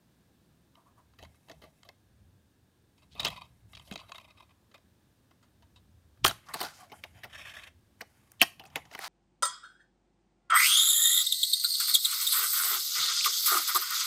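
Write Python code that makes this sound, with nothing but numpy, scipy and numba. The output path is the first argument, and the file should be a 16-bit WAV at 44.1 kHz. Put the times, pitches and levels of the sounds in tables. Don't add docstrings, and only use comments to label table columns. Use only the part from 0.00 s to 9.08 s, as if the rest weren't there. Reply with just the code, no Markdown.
import sys
import numpy as np
from scipy import signal
from scipy.fft import rfft, irfft, next_fast_len
from scipy.io import wavfile
from scipy.ndimage import uniform_filter1d
from numba import njit

SR = 44100
rng = np.random.default_rng(int(sys.argv[2]) if len(sys.argv) > 2 else 0)


def field_ratio(decibels):
    return 10 ** (np.asarray(decibels, dtype=float) / 20)


def inscribe(sig):
    pcm = np.round(np.clip(np.atleast_2d(sig).T, -1, 1) * 32767)
    wavfile.write(sys.argv[1], SR, pcm.astype(np.int16))


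N = 400428
COARSE_S = np.arange(0, N + 16, 16) / SR


def band(x, lo_hz, hi_hz):
    return signal.sosfilt(signal.butter(2, [lo_hz, hi_hz], "bandpass", fs=SR, output="sos"), x)


def unit(x):
    return x / np.sqrt(np.mean(x ** 2))


def fine(control):
    return np.interp(np.arange(N) / SR, COARSE_S, control)


def curve(rows, column, rest=-120):
    rows = np.array(rows)
    return np.interp(COARSE_S, rows[:, 0], rows[:, column], left=rest, right=rest)


def swell(s, hold_s, rise_db_per_s, fall_db_per_s):
    before_s = np.maximum(s - COARSE_S, 0)
    after_s = np.maximum(COARSE_S - s - hold_s, 0)
    return -rise_db_per_s * before_s - fall_db_per_s * after_s


def leader(db, hz):
    top = np.argmax(db, axis=0)[None]
    top_db = np.take_along_axis(np.array(db), top, axis=0)[0]
    return top_db, np.take_along_axis(np.array(hz), top, axis=0)[0]


def walk(rate_hz):
    hold = int(SR / rate_hz)
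    levels = rng.standard_normal(N // 30)[:N // hold + 1]
    return 1.2 * uniform_filter1d(np.repeat(levels, hold), hold)[:N]


def coloured(points):
    hz, db = np.transpose(points)
    size = next_fast_len(N)
    f = np.maximum(np.arange(size // 2 + 1) * SR / size, 1)
    gain = field_ratio(np.interp(np.log(f), np.log(hz), db))
    return unit(irfft(rfft(rng.standard_normal(size)) * gain, size)[:N])


@njit
def svf(x, hz, width_hz):
    y, b, l = np.empty(len(x)), 0., 0.
    for i in range(len(x)):
        g, k = np.tan(np.pi * hz[i] / SR), width_hz / hz[i]
        v = (b + g * (x[i] - l)) / (1 + g * (g + k))
        b, l, y[i] = 2 * v - b, l + 2 * g * v, k * v
    return y


def ring(x, hz, width_hz):
    return svf(x, np.full(len(x), 1. * hz), 1. * width_hz)


# (frequency [Hz], width [Hz], level [dB])
SHUT_MODES = [(660, 94, -1), (1000, 110, -3), (1220, 140, -6.5), (2020, 310, -9), (2160, 59, -8),
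              (2590, 96, -7.5), (3130, 210, -11), (3900, 140, -7.5), (4540, 340, -16), (5760, 490, -14.5),
              (6680, 480, -14.5), (8580, 700, -13), (11100, 1300, -26.5)]
# (frequency [Hz], width [Hz], level [dB])
OPEN_MODES = [(635, 120, -10), (1050, 620, -9.5), (1432, 130, -1.5), (1680, 880, -10), (2130, 840, -17),
              (2550, 170, -21.5), (3060, 110, -9.5), (3750, 53, -14.5), (4870, 100, -13),
              (5380, 1700, -18.5), (7080, 630, -11), (8460, 750, -16.5), (9700, 3700, -21.5),
              (11320, 7800, -24.5)]
MODES = SHUT_MODES + OPEN_MODES
OPENED_S = 6.24


def heard(k, s):
    return (k >= len(SHUT_MODES)) == (s >= OPENED_S)


def resonance(f, hz, width_hz):
    return 1j * f * width_hz / (hz ** 2 - f ** 2 + 1j * f * width_hz)


def shell(f, s, spread_db, direct_db):
    response = field_ratio(direct_db)
    for k, (hz, width_hz, db) in enumerate(MODES):
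        gain = (-1) ** k * heard(k, s) * field_ratio(db + spread_db[:, k, None])
        response = response + gain * resonance(f, hz, width_hz)
    return response


# (low edge [Hz], high edge [Hz])
HIT_BANDS = [(170, 750), (750, 6000), (6000, 16000)]
HIT_SIZE, LEAD = 4096, 900


def hits(table, ring_db, ring_q, rise, thud_stretch, lead_db, edge):
    s, db, hz, thud_db, crack_db, t60_ms = (c[:, None] for c in np.transpose(table))
    chance = rng.standard_normal((len(table), HIT_SIZE + len(MODES)))
    noise, spread_db = chance[:, :HIT_SIZE], 2.5 * chance[:, HIT_SIZE:]
    t = (np.arange(HIT_SIZE) - LEAD) / SR
    lead_in = (t < 0) * field_ratio(lead_db) * np.exp(np.minimum(t, 0) / 0.0024)
    f = np.arange(HIT_SIZE // 2 + 1) * SR / HIT_SIZE
    body = shell(f, s, spread_db, -22) + field_ratio(ring_db) * resonance(f, hz, hz / ring_q)
    sound = 0
    for edges_hz, rel_db, stretch in zip(HIT_BANDS, (thud_db, 0, crack_db), (thud_stretch, 1, .8)):
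        age = np.maximum(t, 0) / (np.maximum(t60_ms, 3) * stretch / 1000)
        push = (1 - np.exp(-age / rise)) * field_ratio(-60 * age) + lead_in * (stretch == 1)
        force = push * noise + edge * (t == 0)
        part = band(irfft(rfft(force) * body, HIT_SIZE), *edges_hz)
        sound = sound + field_ratio(db + rel_db) * part / np.abs(part).max(axis=1, keepdims=True)
    out = np.zeros(N + HIT_SIZE)
    np.add.at(out, (s * SR).astype(int) - LEAD + np.arange(HIT_SIZE), sound)
    return out[:N]


THUD_DB = dict(knock=-4.5, click=-93, tick=-21, tray=-2.5, snap=-14.5, latch=-13, chatter=-7.5)
CRACK_DB = dict(knock=-10.5, click=-12.5, tick=-25)


def contacts(table, kind):
    rows = []
    for s, db, hz, t60_ms, *own in table:
        crack_db = own[0] if own else CRACK_DB[kind]
        rows.append((s, db, hz, THUD_DB[kind], crack_db, t60_ms))
    return rows


def taps(table, kind):
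    return hits(contacts(table, kind), 2.6, 21, 0.0038, 2.3, -20.0, 2.8)


def patches(rows, q, grain_db):
    out = np.zeros(N + SR)
    for s, length_s, db, from_hz, to_hz in rows:
        size = int(length_s * SR)
        noise, grain = rng.standard_normal((2, SR // 4))[:, :size]
        hz = np.geomspace(from_hz, min(to_hz, .4 * SR), size)
        slips = noise * field_ratio(grain_db * unit(uniform_filter1d(grain, size=90)))
        width_hz = np.sqrt(from_hz * to_hz) / q
        tone = unit(svf(svf(slips, hz, width_hz), hz, width_hz))
        out[int(s * SR):][:size] += field_ratio(db) * tone * np.sqrt(np.hanning(size))
    return out[:N]


def swings(table, rise_s):
    out, t = np.zeros(N + SR), np.arange(SR) / SR
    for s, db, hz, t60_s in table:
        envelope = field_ratio(db - 60 * t / t60_s) * (1 - np.exp(-t / rise_s))
        out[int(s * SR):][:SR] += envelope * np.sin(2 * np.pi * hz * t)
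    return out[:N]


def grinding(rows, modes, grip, grain_db, direct_db):
    bite, fade, patchy_db = grip
    grains = band(rng.standard_normal(N) * field_ratio(grain_db * walk(700)), 400, 12000)
    level_db = np.max([db + swell(s, hold_s, bite, fade) for s, hold_s, db in rows], axis=0)
    gains = [(-1) ** k * field_ratio(db + patchy_db * walk(45)) for k, (_, _, db) in enumerate(modes)]
    drift = 1 + .015 * walk(25)

    def bent(x):
        out = field_ratio(direct_db) * x
        for gain, (hz, width_hz, _) in zip(gains, modes):
            out = out + gain * svf(x, hz * drift, 1. * width_hz)
        return out

    return bent(grains * fine(field_ratio(level_db))) / np.std(bent(grains))


# (frequency [Hz], level [dB per Hz])
AIR_COLOUR = [(120, -16), (200, -3), (347, -7.5), (374, -11), (581, -15), (991, -19), (1660, -23.5),
              (2070, -25.5), (3530, -24.5), (10800, -32), (16200, -29.5)]
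# (frequency [Hz], width [Hz], level [dB])
DUCT_MODES = [(1650, 150, -86), (3660, 220, -91.5), (8850, 1100, -89.5)]


def air():
    ducts = sum(field_ratio(db) * unit(ring(rng.standard_normal(N), hz, w)) for hz, w, db in DUCT_MODES)
    return field_ratio(-70.5 + .5 * walk(1.1)) * coloured(AIR_COLOUR) + ducts


# (frequency [Hz], level [dB per Hz])
THUMP_COLOUR = [(15, -43), (25, -20), (64, 7), (182, -2.5), (300, -19), (390, -41.5), (660, -120)]
# (time [s], level [dB], frequency [Hz], build [dB/s], fade [dB/s])
BUMPS = [(0.53, -67, 151.9, 4.5, 7.5), (1.259, -55.5, 91.1, 158.5, 234.5), (1.62, -61.5, 154, 30.5, 40.5),
         (2.219, -60, 99.2, 43, 33.5), (3.242, -46, 147.3, 117, 64.5), (3.72, -59.5, 104, 20, 18),
         (3.939, -56, 166.7, 51, 140), (5.92, -62.5, 93.1, 19, 26.5), (6.253, -40.5, 124.8, 367.5, 166.5),
         (6.653, -60, 161.1, 28.5, 92.5), (7.16, -60.5, 97, 37.5, 10), (8.422, -48.5, 141.8, 540.5, 235),
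         (8.75, -58.5, 146, 38.5, 38.5)]
REST_DB, REST_HZ = -69.5, 110


def thumps(width_hz=30, broad=1.0):
    rumble = coloured(THUMP_COLOUR)
    levels_db = [db + swell(s, 0, rise, fall) for s, db, _, rise, fall in BUMPS]
    pitches_hz = [row[2] + 0 * COARSE_S for row in BUMPS]
    db, hz = leader(levels_db + [REST_DB + 0 * COARSE_S], pitches_hz + [REST_HZ + 0 * COARSE_S])
    drifting_hz = uniform_filter1d(fine(hz), size=4000)
    resonant = unit(svf(rumble, drifting_hz, 1. * width_hz))
    return fine(field_ratio(db)) * unit(resonant + broad * band(rumble, 50, 290))


# (time [s], peak [dB], ring [Hz], rattle t60 [ms])
CLICKS = [(0.754, -49, 3060, 11), (1.135, -57, 1050, 32), (1.248, -47, 1063, 37), (1.485, -43.5, 770, 19),
          (3.732, -41.5, 3750, 41), (3.957, -29, 2550, 18), (4.1558, -39, 3750, 50),
          (4.1815, -35, 1050, 20), (5.31, -54, 1105, 40), (5.427, -55, 917, 100), (5.623, -53, 925, 69),
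          (1.345, -62.5, 1490, 20), (4.1463, -43, 3210, 13)]


def clicks():
    return taps(CLICKS, "click")


# (time [s], hold [s], pressure [dB], creak [Hz], fade [dB/s])
CREAKS = [
    (0.77, 0.017, -67, 1020, 249),
    (0.868, 0.014, -67.5, 1036, 282.5),
    (0.98, 0.0097, -66.5, 1053, 249),
    (4.015, 0.03, -62.5, 1200, 130),
    (4.2, 0.15, -73, 1068, 40),
    (6.494, 0.0097, -48.5, 1133, 325),
    (6.68, 0.04, -60, 1398, 149.5),
    (6.79, 0.039, -64, 686, 196),
    (8.2, 0.28, -76, 1100, 67.5),
    (8.6, 0.333, -66, 889, 43),
]
# (time [s], hold [s], pressure [dB], creak [Hz], fade [dB/s])
SCRAPES = [
    (1.22, 0.014, -64, 825, 198.6),
    (1.5, 0.014, -63.5, 940, 201),
    (1.63, 0.018, -68.5, 800, 150.3),
    (3.28, 0.015, -58.5, 760, 99),
    (3.85, .33, -69, 1000, 61.3),
    (6.3, 0.25, -68.5, 1270, 98.3),
    (7.15, .1, -64.5, 727, 97),
    (8.6, 0.35, -70.5, 875, 39.8),
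]
# (time [s], hold [s], pressure [dB], creak [Hz], fade [dB/s])
BRUSHES = [
    (1.2, 0.61, -78.5, 820, 100),
    (2.97, 0.57, -82, 800, 39.7),
    (3.7, .3, -73.5, 870, 60),
    (6.47, 0.053, -66.5, 1100, 101),
    (6.76, 0.062, -63, 744, 207),
    (6.94, 0.033, -65.5, 694, 61),
    (8.0, 0.35, -76.5, 934, 50.7),
]
# (time [s], pressure [dB], creak [Hz])
TURN = [
    (7.27, -85.5, 805),
    (7.294, -62.5, 833),
    (7.394, -50, 1160),
    (7.536, -56, 895),
    (7.568, -50, 1050),
    (7.67, -52, 1345),
    (7.70, -77.5, 1272),
]
# (scrape [dB], creak [dB], hiss [dB])
CREAK_MIX = (-17, .1, -14.5)
SCRAPE_MIX = (0.11, -1.5, -8)
BRUSH_MIX = (0, -4.5, 0.072)
# (creak [dB], hiss [dB])
TURN_MIX = (-12, -20.5)
TURN_SCRAPE_DB = -16
GRIP_DB_PER_S, SAG = 548.5, 0.037


def strokes():
    press, hz, mix = [curve(TURN, 1)], [curve(TURN, 2)], [(TURN_SCRAPE_DB, *TURN_MIX)]
    for table, shares in ((CREAKS, CREAK_MIX), (SCRAPES, SCRAPE_MIX), (BRUSHES, BRUSH_MIX)):
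        for s, hold_s, db, creak_hz, fade in table:
            below_db = swell(s, hold_s, GRIP_DB_PER_S, fade)
            press.append(db + below_db)
            hz.append(creak_hz * field_ratio(SAG * below_db))
            mix.append(shares)
    scrape, creak, hiss = (np.array(press) + share[:, None] for share in np.transpose(mix))
    return map(fine, (scrape.max(axis=0), *leader(creak, hz), hiss.max(axis=0)))


def rubbing(slip_db=4.0, flutter_db=0.5, flutter_hz=220, patchy_db=3.5, patchy_hz=40,
            creak_width_hz=150, catch_db=2.0, catch_hz=60):
    t = np.arange(N) / SR
    bursts = np.clip(walk(flutter_hz), -2, 1.8)
    noise = rng.standard_normal(N)
    jolts = np.minimum(rng.exponential(size=N), 5)
    slips = noise * field_ratio(slip_db * jolts + flutter_db * bursts + catch_db * walk(catch_hz))
    shaken = field_ratio(-29.0) * slips
    for k, (hz, width_hz, db) in enumerate(MODES):
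        on = heard(k, t)
        shaken[on] += field_ratio(db + patchy_db * walk(patchy_hz)[on]) * ring(slips[on], hz, width_hz)
    scrape_db, creak_db, creak_hz, hiss_db = strokes()
    creak = unit(svf(slips, np.maximum(creak_hz, 500.), 1. * creak_width_hz))
    creak = creak + 0.65 * unit(band(shaken, 560, 1300))
    hiss = 0.37 * unit(band(shaken, 3400, 6800)) + 1.5 * unit(band(slips, 3800, 12000))
    scrape = field_ratio(scrape_db) * unit(band(shaken, 1500, 4500))
    return scrape + field_ratio(creak_db) * unit(creak) + field_ratio(hiss_db) * unit(hiss)


# (time [s], length [s], level [dB], from [Hz], to [Hz])
SQUEAKS = [(6.482, .055, -55, 1800, 2050), (6.655, .08, -55, 1550, 1350), (6.75, .16, -60, 850, 640),
           (6.775, .085, -59, 1150, 1100), (8.61, .022, -57, 2700, 2950), (8.598, .05, -61, 700, 760),
           (7.328, .014, -51, 3100, 3100), (7.492, .014, -50, 3150, 3150), (7.63, .016, -53, 3850, 3850),
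           (7.664, .018, -55, 2100, 1900), (7.565, .012, -49, 1800, 1800), (7.59, .014, -50, 1850, 2000),
           (7.45, .016, -50, 1800, 1800), (7.408, .014, -49, 2500, 2500), (7.335, .03, -57, 1050, 1200),
           (8.79, .05, -59, 2150, 2150), (9.03, .04, -50, 4600, 4500), (.775, .03, -66, 1030, 1030),
           (.86, .035, -66, 1040, 1040), (.97, .035, -65, 1050, 1050)]


def squeaks():
    return patches(SQUEAKS, 5.0, 4.0)


# (time [s], peak [dB], ring [Hz], rattle t60 [ms])
KNOCKS = [(1.187, -44, 1810, 63), (1.227, -37, 895, 8.7), (1.235, -38, 940, 7), (1.497, -35.5, 1840, 21),
          (1.514, -39.5, 1130, 33), (1.617, -43, 840, 160), (1.638, -45.5, 1160, 97),
          (1.849, -48, 1150, 100), (1.889, -36.5, 1060, 18), (3.151, -42.5, 3610, 36),
          (3.874, -48, 3130, 80), (3.912, -31.5, 750, 20), (3.939, -37.5, 3200, 7.9), (4.094, -41, 890, 25),
          (4.714, -54.5, 1040, 45), (4.779, -53.5, 1018, 21.6), (6.174, -57, 1118, 16.4)]


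def knocks():
    return taps(KNOCKS, "knock")


# (time [s], peak [dB], frequency [Hz], t60 [s])
BLOWS = [
    (1.225, -49.5, 78.4, 0.48),
    (3.25, -36.5, 151, 0.037),
    (3.915, -32, 199, 0.055),
    (6.245, -20, 142.3, 0.032),
    (8.415, -24.5, 225, 0.027),
]


def blows():
    return swings(BLOWS, 0.00092)


# (time [s], length [s], level [dB], from [Hz], to [Hz])
RUSTLES = [(8.395, .023, -45, 3000, 3600), (8.416, .022, -31, 4400, 4000), (3.84, .07, -65, 4200, 4200),
           (3.83, .08, -69, 10500, 11500), (3.722, .006, -63, 8000, 8000), (3.934, .008, -52, 6000, 6000),
           (4.143, .045, -68, 8500, 8500), (3.982, .03, -53, 3000, 2800), (6.66, .2, -62, 6500, 5000),
           (8.655, .03, -63, 5000, 7000), (6.46, .02, -61, 4500, 4500), (6.93, .07, -67, 9000, 9000),
           (8.415, .024, -39, 12500, 12000), (3.105, .05, -62, 3500, 3800), (3.749, .013, -47, 3300, 3300),
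           (3.768, .013, -50, 2700, 2700), (1.49, .04, -58, 350, 300), (1.615, .05, -60, 300, 280),
           (3.19, .12, -54, 330, 300), (9.025, .05, -45, 1400, 1500), (3.9, .1, -57, 330, 300)]


def rustles():
    return patches(RUSTLES, 1.2, 3.0)


# (time [s], peak [dB], ring [Hz], rattle t60 [ms])
TICKS = [
    (1.832, -43.5, 700, 10),
    (2.979, -57.5, 2550, 82),
    (3.7507, -39, 3170, 20),
    (3.796, -41.5, 3100, 20),
    (3.9228, -32.5, 2550, 35),
    (3.977, -37, 3960, 24),
    (4.119, -29, 1090, 13),
    (5.76, -48.5, 3775, 90),
    (6.468, -49, 1830, 48),
    (6.487, -39, 1130, 27),
]


def ticks():
    return taps(TICKS, "tick")


# (frequency [Hz], width [Hz], level [dB])
SEAM_MODES = [(618, 92, -3.5), (1000, 110, 3.5), (1200, 148, -1.5), (2070, 58, -3.5), (2540, 120, 0.5),
              (3200, 230, -6), (3800, 100, -1.5), (4530, 91.7, -7), (5130, 195, -16.5), (6400, 260, -20.5)]
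# (time [s], hold [s], level [dB])
GRINDS = [(3.02, .015, -62.5), (3.162, .03, -54.5), (3.21, 0.033, -46.5), (3.312, 0.03, -48.5),
          (3.359, 0.012, -47), (3.372, .007, -46), (3.384, 0.0067, -54), (3.412, 0.0074, -48),
          (3.432, 0.028, -60.5), (3.77, 0.0089, -54.5), (3.812, .01, -61), (3.99, 0.025, -52),
          (4.085, .005, -54.5), (4.146, .004, -50), (4.198, .005, -55), (4.208, 0.008, -53),
          (4.244, 0.0053, -57), (4.279, .006, -57), (4.302, 0.0059, -59), (4.371, 0.011, -57.5),
          (4.398, 0.0086, -59), (4.424, 0.0071, -57.5), (4.452, 0.0072, -77), (4.493, .004, -66),
          (4.506, 0.0059, -61.5), (4.745, 0.012, -53.5)]
# (bite [dB/s], fade [dB/s], patchiness [dB])
SEAM_GRIP = (6000, 1400, 2.5)


def seam_grinds():
    return grinding(GRINDS, SEAM_MODES, SEAM_GRIP, 3.0, -26.5)


# (time [s], peak [dB], ring [Hz], rattle t60 [ms], crack [dB])
SNAPS = [(3.196, -24, 3750, 52, -33.5), (3.204, -27.5, 2380, 7.5, -2), (3.219, -42, 3130, 20, -5),
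         (3.231, -29, 3760, 13, -26.5), (3.247, -21, 4030, 28, -6), (3.2525, -17, 2616, 32, -10.5),
         (3.265, -20, 3200, 28, -31), (3.273, -24.5, 2537, 38, -24.5), (3.284, -25, 3350, 12, -5.5),
         (3.303, -32, 4060, 13, -6.5), (6.257, -11.5, 4845, 59, 0), (6.2625, -13, 3137, 9, -17.5),
         (6.266, -14, 4210, 13, -9), (6.278, -14, 4370, 33, 1.5), (6.292, -25, 3953, 26, -29.5),
         (6.31, -26.5, 1120, 16, -23), (8.422, -14, 3143, 25, -13), (8.427, -14, 1900, 32, -5),
         (8.432, -29.5, 1890, 11, -26)]


def snaps():
    return hits(contacts(SNAPS, "snap"), 2.6, 24, 0.069, 2.0, -21.5, 2.0)


# (time [s], peak [dB], frequency [Hz], t60 [s])
POPS = [(3.1965, -19.5, 3800, .015), (6.2497, -8, 1216, 0.018), (8.4095, -19, 3070, .035),
        (8.4159, 6.5, 2645, 0.0058), (8.3975, -40, 3100, 0.027), (8.7578, -12, 2300, .004),
        (7.0385, -24, 2300, .004), (6.2487, -9, 3500, .006), (6.2495, -21, 390, .04),
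        (6.2498, -13, 2100, .007), (8.4156, -9.5, 12310, 0.0076), (8.426, -17, 5450, 0.0212),
        (8.431, -22, 1900, 0.017)]


def pops():
    return swings(POPS, 0.0005)


# (time [s], peak [dB], ring [Hz], rattle t60 [ms], crack [dB])
LATCHES = [
    (3.249, -13, 3240, 14, -12.5),
    (6.2448, -8, 3363, 8.4, -16),
    (6.2482, -16, 3330, 19, 7),
    (6.2497, -3, 1278, 5.6, -49),
    (7.0382, -27.5, 2094, 14, -5),
    (8.4152, -15, 4500, 10, 3.5),
    (8.758, -15.5, 2270, 8, 0),
]


def latches():
    return hits(contacts(LATCHES, "latch"), 14, 1.3, 0.16, 2.7, -26.0, 1.8)


# (time [s], peak [dB], ring [Hz], rattle t60 [ms], crack
# [dB])
CHATTER = [(6.5365, -24, 4200, 44, -5), (6.5405, -24, 1100, 23, 0.5), (6.546, -27.5, 1100, 31, -8),
           (6.604, -22, 4630, 25, -3.5), (6.611, -22.5, 4470, 25, -4), (6.613, -18, 990, 22, -6.5),
           (6.628, -23.5, 4060, 34, -1.5), (6.636, -27, 1000, 26, -4), (6.649, -29, 4990, 21, -4.5),
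           (7.234, -32, 1935, 32, -11.5), (7.241, -31.5, 2020, 37, -7), (7.249, -36, 741, 38, -14),
           (7.039, -34, 2120, 29.6, -13), (8.5955, -34.5, 2820, 28, -9), (8.6525, -40.5, 2520, 30, -6.5),
           (8.7595, -20.5, 2090, 36, -14.5), (8.772, -39, 800, 40, -14.5), (8.4163, -7.5, 2530, 21, -1.5),
           (6.2455, -10.5, 3200, 16, -7.5), (6.296, -26, 2970, 46, -5.5), (8.008, -27, 1860, 28, -9),
           (8.0135, -30, 793, 23, -13.5), (8.318, -45.5, 2330, 9.7, 4.5), (8.9355, -39.5, 2013, 30, -4),
           (8.9495, -27, 1460, 17, -11), (8.9776, -39, 2020, 32, -4), (8.9908, -25, 1830, 9.1, -6),
           (4.742, -41.5, 1300, 17, -16), (8.4175, -17, 4580, 23, -4)]


def chatter():
    return hits(contacts(CHATTER, "chatter"), 0.0, 6.6, 0.049, 2.1, -27.5, 1.0)


# (frequency [Hz], level [dB per Hz])
SLIDE_COLOUR = [(300, -25), (800, -0.5), (1500, -5), (2800, -7.5), (4300, -1.5), (7000, -10.5),
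                (12000, -13), (16000, -17)]
# (time [s], hold [s], level [dB], build [dB/s], fade [dB/s])
SLIDES = [
    (6.569, 0.033, -46, 401.5, 150),
    (6.629, 0.025, -43, 900, 200),
    (6.68, 0.015, -52.5, 200, 150),
    (6.804, .04, -64.5, 100.5, 300),
    (8.931, 0.022, -54.5, 600, 500),
    (9.024, .01, -55.5, 698, 100),
    (9.038, 0.018, -40, 350, 250),
]


def sliding(grain_db=2.0, flicker_db=1.5, panel_db=-6):
    grains = coloured(SLIDE_COLOUR) * field_ratio(grain_db * walk(900) + flicker_db * walk(120))
    panels = sum(field_ratio(db + 3 * walk(50)) * ring(grains, hz, w) for hz, w, db in OPEN_MODES[:10])
    level_db = np.max([db + swell(s, hold_s, rise, fall) for s, hold_s, db, rise, fall in SLIDES], axis=0)
    return fine(field_ratio(level_db)) * unit(unit(grains) + field_ratio(panel_db) * unit(panels))


# (time [s], peak [dB], ring [Hz], rattle t60 [ms], crack [dB])
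TRAY = [
    (6.662, -38, 1000, 28, -15),
    (6.898, -49, 2160, 90, -22),
    (6.918, -36, 2160, 48, -10),
    (8.7015, -52, 760, 25, -10),
    (8.638, -44, 786, 20, -6),
    (8.73, -56, 880, 19, -11.5),
    (8.853, -48, 777, 29, -20),
    (8.913, -40, 700, 30, -14),
]


def tray():
    return taps(TRAY, "tray")


# (frequency [Hz], width [Hz], level [dB])
DISC_MODES = [(660, 87, -5), (1100, 140, -6.5), (1795, 240, 0), (2160, 25, 2), (2490, 340, -3),
              (3780, 240, -7), (3100, 150, -6), (4670, 190, -13.5), (5380, 130, -13), (6300, 80, -17),
              (6500, 72, -22), (7070, 68, -25), (8400, 130, -29), (9430, 72, -23)]
# (time [s], hold [s], level [dB])
CATCHES = [(7.3, .22, -58), (7.535, 0.15, -59), (7.331, .008, -50.5), (7.346, 0.013, -48.5),
           (7.38, .025, -47), (7.411, .008, -48), (7.43, 0.012, -53), (7.453, 0.011, -46),
           (7.472, 0.011, -47), (7.494, .008, -47), (7.512, .008, -50.5), (7.539, .018, -48),
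           (7.568, .004, -44.5), (7.58, .008, -47.5), (7.596, 0.0053, -47.5), (7.612, .012, -53),
           (7.636, .005, -48.5), (7.672, .004, -49)]
# (bite [dB/s], fade [dB/s], patchiness [dB])
DISC_GRIP = (2500, 800, 2)


def disc_catches():
    return grinding(CATCHES, DISC_MODES, DISC_GRIP, 1.8, -23)


def room(x):
    t60_s, tail_db, sparkle_db = 0.27, -19, -2
    t = np.arange(SR // 2) / SR
    noise = rng.standard_normal(len(t))
    tail = band(noise, 260, 9440) - field_ratio(sparkle_db) * band(noise, 10000, 15000)
    tail = tail * field_ratio(-60 * t / t60_s) * np.clip(t / 0.0027, 0, 1)
    return field_ratio(tail_db) * signal.fftconvolve(x, tail / np.sqrt(np.sum(tail ** 2)))[:N]


def scene():
    contact = clicks() + knocks() + ticks() + snaps() + latches() + chatter() + tray()
    friction = rubbing() + squeaks() + rustles() + seam_grinds() + sliding() + disc_catches()
    case = contact + friction
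    popping = pops()
    echo = room(case + field_ratio(-7.5) * popping)
    return (air() + thumps() + blows() + case + popping + echo)[None]


def band_limit(x):
    return signal.sosfilt(signal.butter(12, 15450, fs=SR, output="sos"), x)


def record(dry):
    mix = np.clip(dry, -1, 1)
    return band_limit(mix)


dry = scene()
out = record(dry)
inscribe(out)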